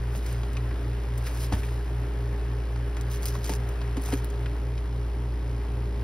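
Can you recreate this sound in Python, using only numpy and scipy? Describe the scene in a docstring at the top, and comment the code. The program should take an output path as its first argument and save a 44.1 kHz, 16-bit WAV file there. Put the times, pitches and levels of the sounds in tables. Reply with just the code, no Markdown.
"""A low, throbbing hum fills a tiled room while someone unpacks a vacuum cleaner on the floor.
The hum is a motor, probably an air conditioner's, that slips a little behind the mains and so throbs.
Its fan blows steadily, and every turn puffs out some hiss. Over this, cardboard flaps slide and knock,
packing film crinkles as it buckles, and the cleaner's plastic body taps as it is lifted."""
import sys
import numpy as np
from scipy import signal
from scipy.fft import rfft, irfft
from scipy.io import wavfile
from scipy.ndimage import uniform_filter1d

SR = 44100
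rng = np.random.default_rng(int(sys.argv[2]) if len(sys.argv) > 2 else 0)


def dump_mix(stems):
    """Bounce the given channels to the path in sys.argv[1] as a 16-bit WAV at rate SR."""
    frames = np.atleast_2d(stems).T  # one column per channel
    limited = np.clip(frames, -1, 1)  # hard clip at full scale
    pcm = np.round(limited * 32767).astype(np.int16)
    wavfile.write(sys.argv[1], SR, pcm)


N = 266099
TIME = np.arange(N) / SR
FREQ = np.fft.rfftfreq(2 ** 19, 1 / SR)


def from_db(db):
    """Turn decibels into a number to multiply a sound by."""
    return 10 ** (np.asarray(db) / 20)


def normalize(x):
    """Scale to an average power of 1."""
    return x / np.sqrt(np.mean(x ** 2))


def over_time(rows):
    """Join (time_s, value) rows with straight lines."""
    return np.interp(TIME, *np.transpose(rows))


def level_change(rows):
    """How many dB a level lies above or below its own average at each moment."""
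    db = over_time(rows)
    return db - db.mean()


def over_pitch(rows):
    """Join (pitch_hz, value) rows, giving every octave the same width."""
    hz, value = np.transpose(rows)
    return np.interp(np.log(FREQ + 1), np.log(hz), value)


def filtered(x, gain):
    """Turn each frequency up or down by its own gain."""
    return irfft(rfft(x, 2 * (len(FREQ) - 1)) * gain)[..., :N]


def tint(x, rows):
    """Colour a sound by (pitch_hz, level_db) rows; white noise keeps its power."""
    return filtered(x, normalize(from_db(over_pitch(rows))))


def resonate(x, hz, q):
    """Keep the sound near one pitch; a higher q keeps a narrower band."""
    return signal.lfilter(*signal.iirpeak(min(hz, .4 * SR), max(q, .7), fs=SR), x)


def wander(rate_hz):
    """A smooth random wobble, roughly 1 in size."""
    step = int(SR / rate_hz)
    stairs = np.repeat(rng.standard_normal(N // step + 1), step)
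    return 1.3 * uniform_filter1d(uniform_filter1d(stairs, step), step)[:N]


def tone(cycles, db):
    """A pure tone whose average power is db."""
    return np.sqrt(2) * from_db(db) * np.cos(2 * np.pi * cycles)


def burst(rise_s, decay_s):
    """The noise of one contact: it rises and dies away."""
    t = TIME[:SR // 4]
    envelope = (1 - np.exp(-t / rise_s)) * np.exp(-t / decay_s)
    return rng.standard_normal(len(t)) * envelope / envelope.max()


def gesture(peak_s, hold_s, rise_s, fall_s):
    """The strength of a movement: it builds until peak_s, holds, then fades."""
    since = TIME - peak_s
    return np.exp(np.minimum(since, 0) / rise_s - np.maximum(since - hold_s, 0) / fall_s)


def scatter(activity, db, hz, count):
    """Random (start_s, level_db, pitch_hz) contacts, likeliest where activity is high."""
    when, softness, pitch = rng.random((count, 3)).T
    times = np.interp(when, np.cumsum(activity) / np.sum(activity), TIME)
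    return list(zip(times, db - 6 * softness, hz * 2 ** (pitch - .5)))


def add(track, start_s, sound):
    """Mix a sound into a track."""
    start = max(int(start_s * SR), 0)
    track[start:start + len(sound)] += sound[:N - start]


# The fan's rush, from bass to treble: pitch_hz, level_db_per_hz
RUSH_COLOUR = [(22, -100), (40, -68), (150, -68.5), (215, -70.5), (285, -70), (450, -71), (600, -77.5),
               (850, -76.5), (1250, -82), (1700, -85), (3000, -90.5), (5300, -108.5), (12000, -102.4),
               (15500, -111.4)]
# How alike the rush is on the left and right: pitch_hz, likeness (0 to 1)
RUSH_LIKENESS = [(100, 1), (300, .96), (520, .75), (750, .3), (1250, .3), (1900, .6), (2700, .2),
                 (4400, .2), (5300, .5), (12000, .35)]
# Two resonances of the rush come and go as the microphone moves: time_s, boost_db
LOWER_PEAK_BOOST = [(0, -.8), (2.2, 0.5), (3.2, -1), (4.7, -0.5), (5.25, 2.5), (6.03, 2)]
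UPPER_PEAK_BOOST = [(0, -.5), (1.6, -0.3), (2.3, 2), (3.8, 1), (4.8, -1.5), (6.03, -1)]
# So do the upper rush and the room's boom (only the change is used, scaled): time_s, level_db
UPPER_RUSH_DRIFT = [(0.0, -48.5), (1.54, -47.5), (1.9, -49.5), (3.21, -49), (3.41, -47.5), (4.32, -48),
                    (4.79, -52), (6.03, -50)]
ROOM_BOOM_DRIFT = [(0.0, -52), (0.34, -50), (0.74, -49), (1.29, -51), (4.97, -50.5), (6.03, -48)]
def fan(flicker_db=1.24, boom_hz=255, lower_peak_hz=900, upper_peak_hz=1750):
    """Rushing air, alike on both sides in the bass and less so higher up."""
    likeness = np.sqrt(np.clip(over_pitch(RUSH_LIKENESS), 0, 1))
    gain = from_db(over_pitch(RUSH_COLOUR)) * np.sqrt(SR / 2)
    shared = filtered(rng.standard_normal(N), gain * np.sqrt((1 + likeness) / 2))
    side = filtered(rng.standard_normal(N), gain * np.sqrt((1 - likeness) / 2))
    rush = np.array([shared + side, shared - side])
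    for hz, boost in (lower_peak_hz, LOWER_PEAK_BOOST), (upper_peak_hz, UPPER_PEAK_BOOST):
        rush = rush + resonate(rush, hz, q=4.7) * (from_db(over_time(boost)) - 1)
    # the bass fills the room evenly; these two parts change from place to place
    upper = filtered(rush, FREQ ** 2 / (FREQ ** 2 + 520 ** 2))
    boom = resonate(rush, boom_hz, q=2.5)
    upper_db = .99 * level_change(UPPER_RUSH_DRIFT) + flicker_db * wander(40)
    boom_db = 2.1 * level_change(ROOM_BOOM_DRIFT)
    return rush + upper * (from_db(upper_db) - 1) + boom * (from_db(boom_db) - 1)


SHAFT_HZ, MAINS_HZ = 58.072, 59.911
STROKE_PEAK_S, THROB_PEAK_S = .014, .084  # one peak of the motor's stroke, one of its throb

# The hiss of the motor's strokes: pitch_hz, level_db
HISS_COLOUR = [(2000, 10.0), (4000, 7.5), (5300, 6.5), (7000, -0.5), (10500, -1.0), (15500, -15)]
def motor_hiss(hiss_db=-54.5, chatter_db=-59, chatter_hz=1750):
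    """A hiss swells after each working stroke, with a faint chatter twice a turn."""
    turn = (SHAFT_HZ * (TIME - STROKE_PEAK_S) - .22) % 1  # runs from 0 to 1 every turn
    swell = .4 + np.exp(-turn / .2) * (1 - np.exp(-turn / .08))
    hiss = tint(rng.standard_normal(N) * swell, HISS_COLOUR)
    pulses = np.exp(-((2 * turn - .1) % 1) / .24)
    chatter = resonate(rng.standard_normal(N) * pulses, chatter_hz, q=3.7)
    drift = from_db(.43 * level_change(UPPER_RUSH_DRIFT))
    return (from_db(hiss_db) * normalize(hiss) + from_db(chatter_db) * normalize(chatter)) * drift


# The casing's buzz; each pitch is a shaft multiple plus a mains multiple:
# shaft_multiple, mains_multiple, level_db
BUZZ_TONES = [(3, 0, -60), (5, 0, -52.5), (6, 0, -62), (9, 0, -65.5), (10, 0, -62.5), (11, 0, -66.5),
              (16, 0, -70.5), (17, 0, -70.5), (19, 0, -69), (24, 0, -71), (26, 0, -69.5), (0, 6, -72),
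              (20, 2, -68), (26, 2, -67.5), (29, 2, -85), (31, 2, -70.5)]
# The throb and the low buzz change as the microphone moves: time_s, boost_db
THROB_BOOST = [(0, 0.8), (2, 0.4), (3.6, 0), (5.2, -1.2), (6.03, -0.2)]
LOW_BUZZ_BOOST = [(0, -1), (.7, 0), (1.5, -3), (2.2, 0), (3.2, 0), (3.8, -1.5), (4.4, 1), (5.3, 1),
                  (6.03, -1.5)]
# So does the casing's drone: time_s, level_db
CASING_DRONE = [(0, -50), (.7, -48.5), (1.4, -50.5), (1.9, -46.5), (2.2, -45), (2.75, -47.5), (3.15, -46),
                (4.35, -45.5), (4.95, -47), (5.4, -50), (5.75, -46), (6.03, -46)]
def motor_hum(shaft_db=-28.5, twice_shaft_db=-39, magnet_db=-38.5, rumble_hz=93.8, rumble_db=-50):
    """Two close tones, twice the shaft rate and twice the mains, throb over a deep hum and a buzz."""
    turns = SHAFT_HZ * (TIME - STROKE_PEAK_S) + .002 * wander(4)
    mains_cycles = turns + (MAINS_HZ - SHAFT_HZ) * (TIME - THROB_PEAK_S)  # the mains pull ahead
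    dip_db = -4.5 * np.exp(-((TIME - 3.395) / .028) ** 2)  # the deep hum dips briefly
    hum = tone(turns, shaft_db + dip_db + .21 * wander(24))
    # the throbbing pair; a quarter-cycle shift makes the stroke lopsided
    for cycles, db in (turns, twice_shaft_db), (mains_cycles, magnet_db):
        hum += tone(2 * cycles + 1 / 4, db + over_time(THROB_BOOST) + .7 * wander(6))
    hum += tone(7 * turns + rng.random(), over_time(CASING_DRONE))
    low_db, high_db = over_time(LOW_BUZZ_BOOST), level_change(UPPER_RUSH_DRIFT)
    for shaft, mains, db in BUZZ_TONES:
        # the high tones fade and return with the fan's upper rush
        boost_db = .5 + (high_db if shaft * SHAFT_HZ > 800 else low_db)
        cycles = shaft * turns + mains * mains_cycles + rng.random()
        hum += tone(cycles, db + boost_db + 1.5 * wander(3.85))
    fan_rumble = resonate(resonate(rng.standard_normal(N), rumble_hz, q=9.3), rumble_hz, q=9.3)
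    return hum + from_db(rumble_db) * normalize(fan_rumble)


# The sound of cardboard rubbing on cardboard: pitch_hz, level_db
SCRAPE_COLOUR = [(200, -11), (700, -12), (1500, 5.5), (2800, 0.5), (4200, 1.5), (6000, 0), (9000, -1.5),
                 (12000, 0.5), (14500, -7.5)]
# Each slide (a light, fast swish has little body): peak_s, rise_s, fall_s, level_db, body_db
FLAP_SLIDES = [(.18, 0.057, 0.024, -47.5, -21), (.27, 0.028, 0.12, -48.5, 5.5),
               (1.272, 0.028, 0.015, -44, 7.5), (1.443, 0.083, 0.025, -40, -3),
               (1.535, 0.011, 0.17, -47.5, 2.5), (4.131, 0.0095, 0.0062, -43.5, 12.5)]
def cardboard_slides(roughness=.27, body_hz=1700):
    """Dry paper fibres catch and let go in one scrape; under pressure the panel sounds along."""
    catches = rng.standard_normal(N) * np.exp(roughness * rng.standard_normal(N))
    grip_db = 2.4 * wander(450) + 1.2 * wander(70)
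    scrape = tint(normalize(catches * from_db(grip_db)), SCRAPE_COLOUR)
    panel = resonate(scrape, body_hz, q=.7)
    out = np.zeros(N)
    for peak_s, rise_s, fall_s, db, body_db in FLAP_SLIDES:
        strength = from_db(db) * gesture(peak_s, 0, rise_s, fall_s)
        out += strength * (scrape + (from_db(body_db) - 1) * panel)
    return out


# The cleaner and its cord drag the packing film: start_s, length_s, level_db
FILM_DRAGS = [(0.26, 0.062, -58), (3.112, 0.052, -48.5), (3.235, 0.055, -43.5), (3.312, 0.049, -50),
              (3.444, .04, -45), (3.506, .024, -42), (4.032, 0.16, -50)]
def film_motion(rise_s=.018, stop_s=.015, settle_s=.22, settle_db=-24):
    """How hard the film moves: it gives way quickly, stops, then goes on settling faintly."""
    motion = np.zeros(N)
    for start_s, length_s, db in FILM_DRAGS:
        drag = gesture(start_s, length_s, rise_s, stop_s)
        settling = from_db(settle_db) * gesture(start_s, length_s, rise_s, settle_s)
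        motion += from_db(db) * (drag + settling)
    return motion


# The sound of crinkling film: pitch_hz, level_db
CRINKLE_COLOUR = [(200, -12), (700, -9), (1500, -6.5), (2800, -7), (4200, -6.5), (6000, -3.5),
                  (9000, -10.5), (12000, -6), (14500, -14)]
def film_crinkle(buckles_per_s=650, ring_s=.0009):
    """Thin plastic buckles in many tiny places; most buckles are small, a few are large."""
    sizes = from_db(4.6 * np.minimum(rng.exponential(size=N), 3.5))
    buckles = sizes * (rng.random(N) < buckles_per_s / SR)
    energy = signal.lfilter([1], [1, -np.exp(-1 / (ring_s * SR))], buckles ** 2)  # each one fades
    crackle = normalize(np.sqrt(energy) * rng.standard_normal(N))
    return tint(crackle * film_motion(), CRINKLE_COLOUR)


# Single snaps of film and tape: start_s, strength_db, pitch_hz
CREASE_SNAPS = [(.263, -41, 8000), (.327, -41, 8500), (.532, -44, 9000), (1.178, -40.5, 9500),
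                (1.182, -43, 9500), (2.968, -44, 5200), (3.011, -38.5, 7500), (3.117, -43, 9000),
                (3.134, -40, 10000), (3.224, -41, 7000), (3.256, -27.5, 12500), (3.261, -31, 11500),
                (3.273, -35, 6000), (3.279, -38, 7000), (3.286, -39, 8000), (3.443, -35.5, 7600),
                (3.458, -36.5, 6500), (3.463, -36, 6000), (3.494, -34, 6500), (3.552, -37, 7500),
                (3.69, -45, 9000), (4.015, -45, 9000), (4.021, -43, 9000), (4.037, -43, 11000),
                (4.059, -38, 7100), (4.062, -36.5, 7100), (4.083, -40, 7500), (4.089, -40, 9500),
                (4.104, -39, 8000), (4.138, -32.5, 9000), (4.245, -37.5, 12500), (4.302, -45, 7000)]
def film_snaps(edge_db=-12):
    """A crease flips over with a bright tick; fainter ones come by chance while the film moves."""
    out = np.zeros(N)
    faint = scatter(film_motion() ** 2, db=-44, hz=7500, count=14)
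    for start_s, db, hz in CREASE_SNAPS + faint:
        flip = 2.2 * burst(rise_s=.00015, decay_s=.0011)
        tick = resonate(flip, hz, q=1.4)
        add(out, start_s, from_db(db) * (tick + from_db(edge_db) * flip))
    return out


# Taps of fingers, flaps and the plastic body: start_s, strength_db, main_pitch_hz, second_pitch_hz
LIGHT_TAPS = [(.15, -34, 970, 2000), (0.433, -33, 840, 2130), (.568, -29.5, 2480, 1180),
              (0.71, -37, 1340, 900), (1.536, -33, 1640, 1100), (1.633, -34, 2050, 1000),
              (1.685, -38, 1700, 900), (2.76, -36, 900, 1290), (2.969, -28.5, 636, 1040),
              (3.352, -28.5, 1020, 640), (3.815, -31.5, 1250, 2530), (3.97, -35.5, 1210, 1640),
              (4.126, -34, 2320, 1100), (4.137, -32, 1700, 1090), (4.459, -32, 1580, 2200),
              (4.778, -37, 2800, 5200)]
def light_taps(second_db=-4, scuff_db=-3, treble_cut_hz=5500, hands_busy_until_s=4.1):
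    """Each touch on a dull panel clicks, then rings and scuffs very briefly at two pitches."""
    out, t = np.zeros(N), TIME[:SR // 4]
    touches = scatter(TIME < hands_busy_until_s, db=-43, hz=1400, count=9)
    faint = [(start_s, db, hz, hz / 2) for start_s, db, hz in touches]
    for start_s, db, main_hz, second_hz in LIGHT_TAPS + faint:
        contact = burst(rise_s=.0005, decay_s=.005)
        click = burst(rise_s=.0003, decay_s=.003)
        add(out, start_s, from_db(db - 6) * click)
        for hz, ring_db in (main_hz, 0), (second_hz, second_db):
            ring = .6 * np.sin(2 * np.pi * hz * t) * np.exp(-t / .0015)
            scuff = resonate(resonate(contact, hz, q=1.1), hz, q=1.1) * np.sqrt(SR / 4 / hz)
            add(out, start_s, from_db(db + ring_db) * (ring + from_db(scuff_db) * scuff))
    # soft contacts carry little treble
    return signal.sosfilt(signal.butter(2, treble_cut_hz, fs=SR, output="sos"), out)


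# The notes the empty box rings at: part, pitch_hz, level_db, fade_s (time to fall by 60 dB)
BOX_NOTES = [("floor", 182, 0, .08), ("panel", 276.7, 0, 0.083), ("hollow", 396, 0, 0.065),
             ("hollow", 452, -8.5, 0.062), ("edge", 697, -6.5, 0.024), ("edge", 810, 0, 0.019),
             ("edge", 860, -20, .2), ("edge", 1030, -9, 0.025), ("edge", 1150, -15, .02),
             ("edge", 1900, -15, .018)]
# The slap of a cardboard edge: pitch_hz, level_db
EDGE_SLAP_COLOUR = [(120, 5), (400, 5), (560, -4), (730, 10), (900, 6), (1200, -6), (2200, 1), (3500, -4.5),
                    (6000, -6), (11000, -11.5), (15500, -26)]
# Knocks on the box; where one lands decides how strongly each part sounds:
# start_s, slap_db, edge_db, floor_db, panel_db, hollow_db, boom_delay_s, pitch_factor, puff_db
BOX_KNOCKS = [(.163, -52, -50, -36, -46, -48, .002, 1.03, -46),
              (1.520, -44, -48, -29.5, -26.5, -40, 0, 1.03, -46),
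              (1.524, -33, -26, -36, -42, -36, 0, 1.03, -46),
              (1.531, -37, -34, -36, -29.5, -44, .004, .72, -21),
              (1.564, -50, -48, -40, -37, -42, .004, .97, -27),
              (1.584, -55, -52, -42, -44, -46, .003, .92, -29),
              (3.376, -55, -52, -37, -46, -48, .002, 1.07, -42),
              (3.494, -33, -30, -33, -29, -28, .001, 1.02, -48),
              (3.520, -40, -42, -38, -38, -33, .002, 1.06, -50),
              (3.968, -38, -37, -36, -24.5, -36, .0045, .98, -52),
              (4.087, -42, -38, -55, -52, -50, .002, 1, -60),
              (4.124, -35, -38, -43, -21.5, -24.5, .006, 1, -48)]
def box_knocks(wall_rise_s=.0022, edge_rise_s=.00047, puff_hz=83):
    """The edge slaps and clacks, the walls boom a moment later, and the flap pushes out a puff of air."""
    slaps, booms, t = np.zeros(N), np.zeros(N), TIME[:SR // 4]
    puff = t / .009 * np.exp(1 - t / .009) * np.sin(2 * np.pi * puff_hz * t)
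    for start_s, slap_db, edge_db, floor_db, panel_db, hollow_db, delay_s, pitch, puff_db in BOX_KNOCKS:
        add(slaps, start_s, from_db(slap_db) * burst(rise_s=.0004, decay_s=.009))
        part_db = {"edge": edge_db, "floor": floor_db, "panel": panel_db, "hollow": hollow_db}
        for part, hz, db, fade_s in BOX_NOTES:
            wait_s, rise_s = (0, edge_rise_s) if part == "edge" else (delay_s, wall_rise_s)
            envelope = from_db(part_db[part] + db - 60 * t / fade_s) * (1 - np.exp(-t / rise_s))
            add(booms, start_s + wait_s, 2 * envelope * np.sin(2 * np.pi * hz * pitch * t))
        add(booms, start_s, from_db(puff_db) * puff)
    return tint(slaps, EDGE_SLAP_COLOUR) + booms


def tiled_room(x, fade_s=.027, echo_db=-8, bass_cut_hz=450):
    """A small tiled room adds a short, bright wash of echoes, partly shared by left and right."""
    t = TIME[:SR // 2]
    shared, left, right = rng.standard_normal((3, len(t)))
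    echoes = (shared + 1.6 * np.array([left, right])) * (t > .004) * from_db(-60 * t / fade_s)
    echoes = signal.sosfilt(signal.butter(2, bass_cut_hz, "highpass", fs=SR, output="sos"), echoes)
    echoes /= np.sqrt(np.sum(echoes ** 2) / 2)
    return x + from_db(echo_db) * signal.fftconvolve(x[None], echoes, axes=1)[:, :N]


def scene():
    """The noises of unpacking echo in the room, over the running motor and its fan."""
    unpacking = cardboard_slides() + film_crinkle() + box_knocks() + light_taps() + film_snaps()
    return tiled_room(unpacking) + fan() + motor_hum() + motor_hiss()


# How far the microphone's right side lags its left: pitch_hz, lag_radians
RIGHT_LAG = [(300, 0.05), (750, 0.25), (1600, -0.37), (2700, 1.05), (4400, 1.03), (5100, 0.19),
             (6000, 1.59), (7000, 3.07), (7900, 3.28), (9800, 6.17), (11200, 6.41), (12900, 9.28),
             (14000, 9.8), (15500, 12.15)]
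# How much louder its left side is than its right: pitch_hz, level_db
LEFT_BOOST = [(750, 3), (1290, 3), (2300, -0.5), (4200, -1), (5300, 0.5)]
def record(dry, treble_cut_hz=15600):
    """The microphone's two sides differ in timing and level above the bass, and lose the top treble."""
    above_bass = FREQ ** 4 / (FREQ ** 4 + 480 ** 4)
    lag = above_bass * over_pitch(RIGHT_LAG)
    boost_db = above_bass * over_pitch(LEFT_BOOST)
    left = np.exp(1j * lag / 2) * from_db(boost_db / 2)  # each side takes half, in opposite directions
    stereo = filtered(dry, np.array([left, 1 / left]))
    return signal.sosfilt(signal.ellip(10, .1, 80, treble_cut_hz, fs=SR, output="sos"), stereo)


dry = scene()
out = record(dry)
dump_mix(out)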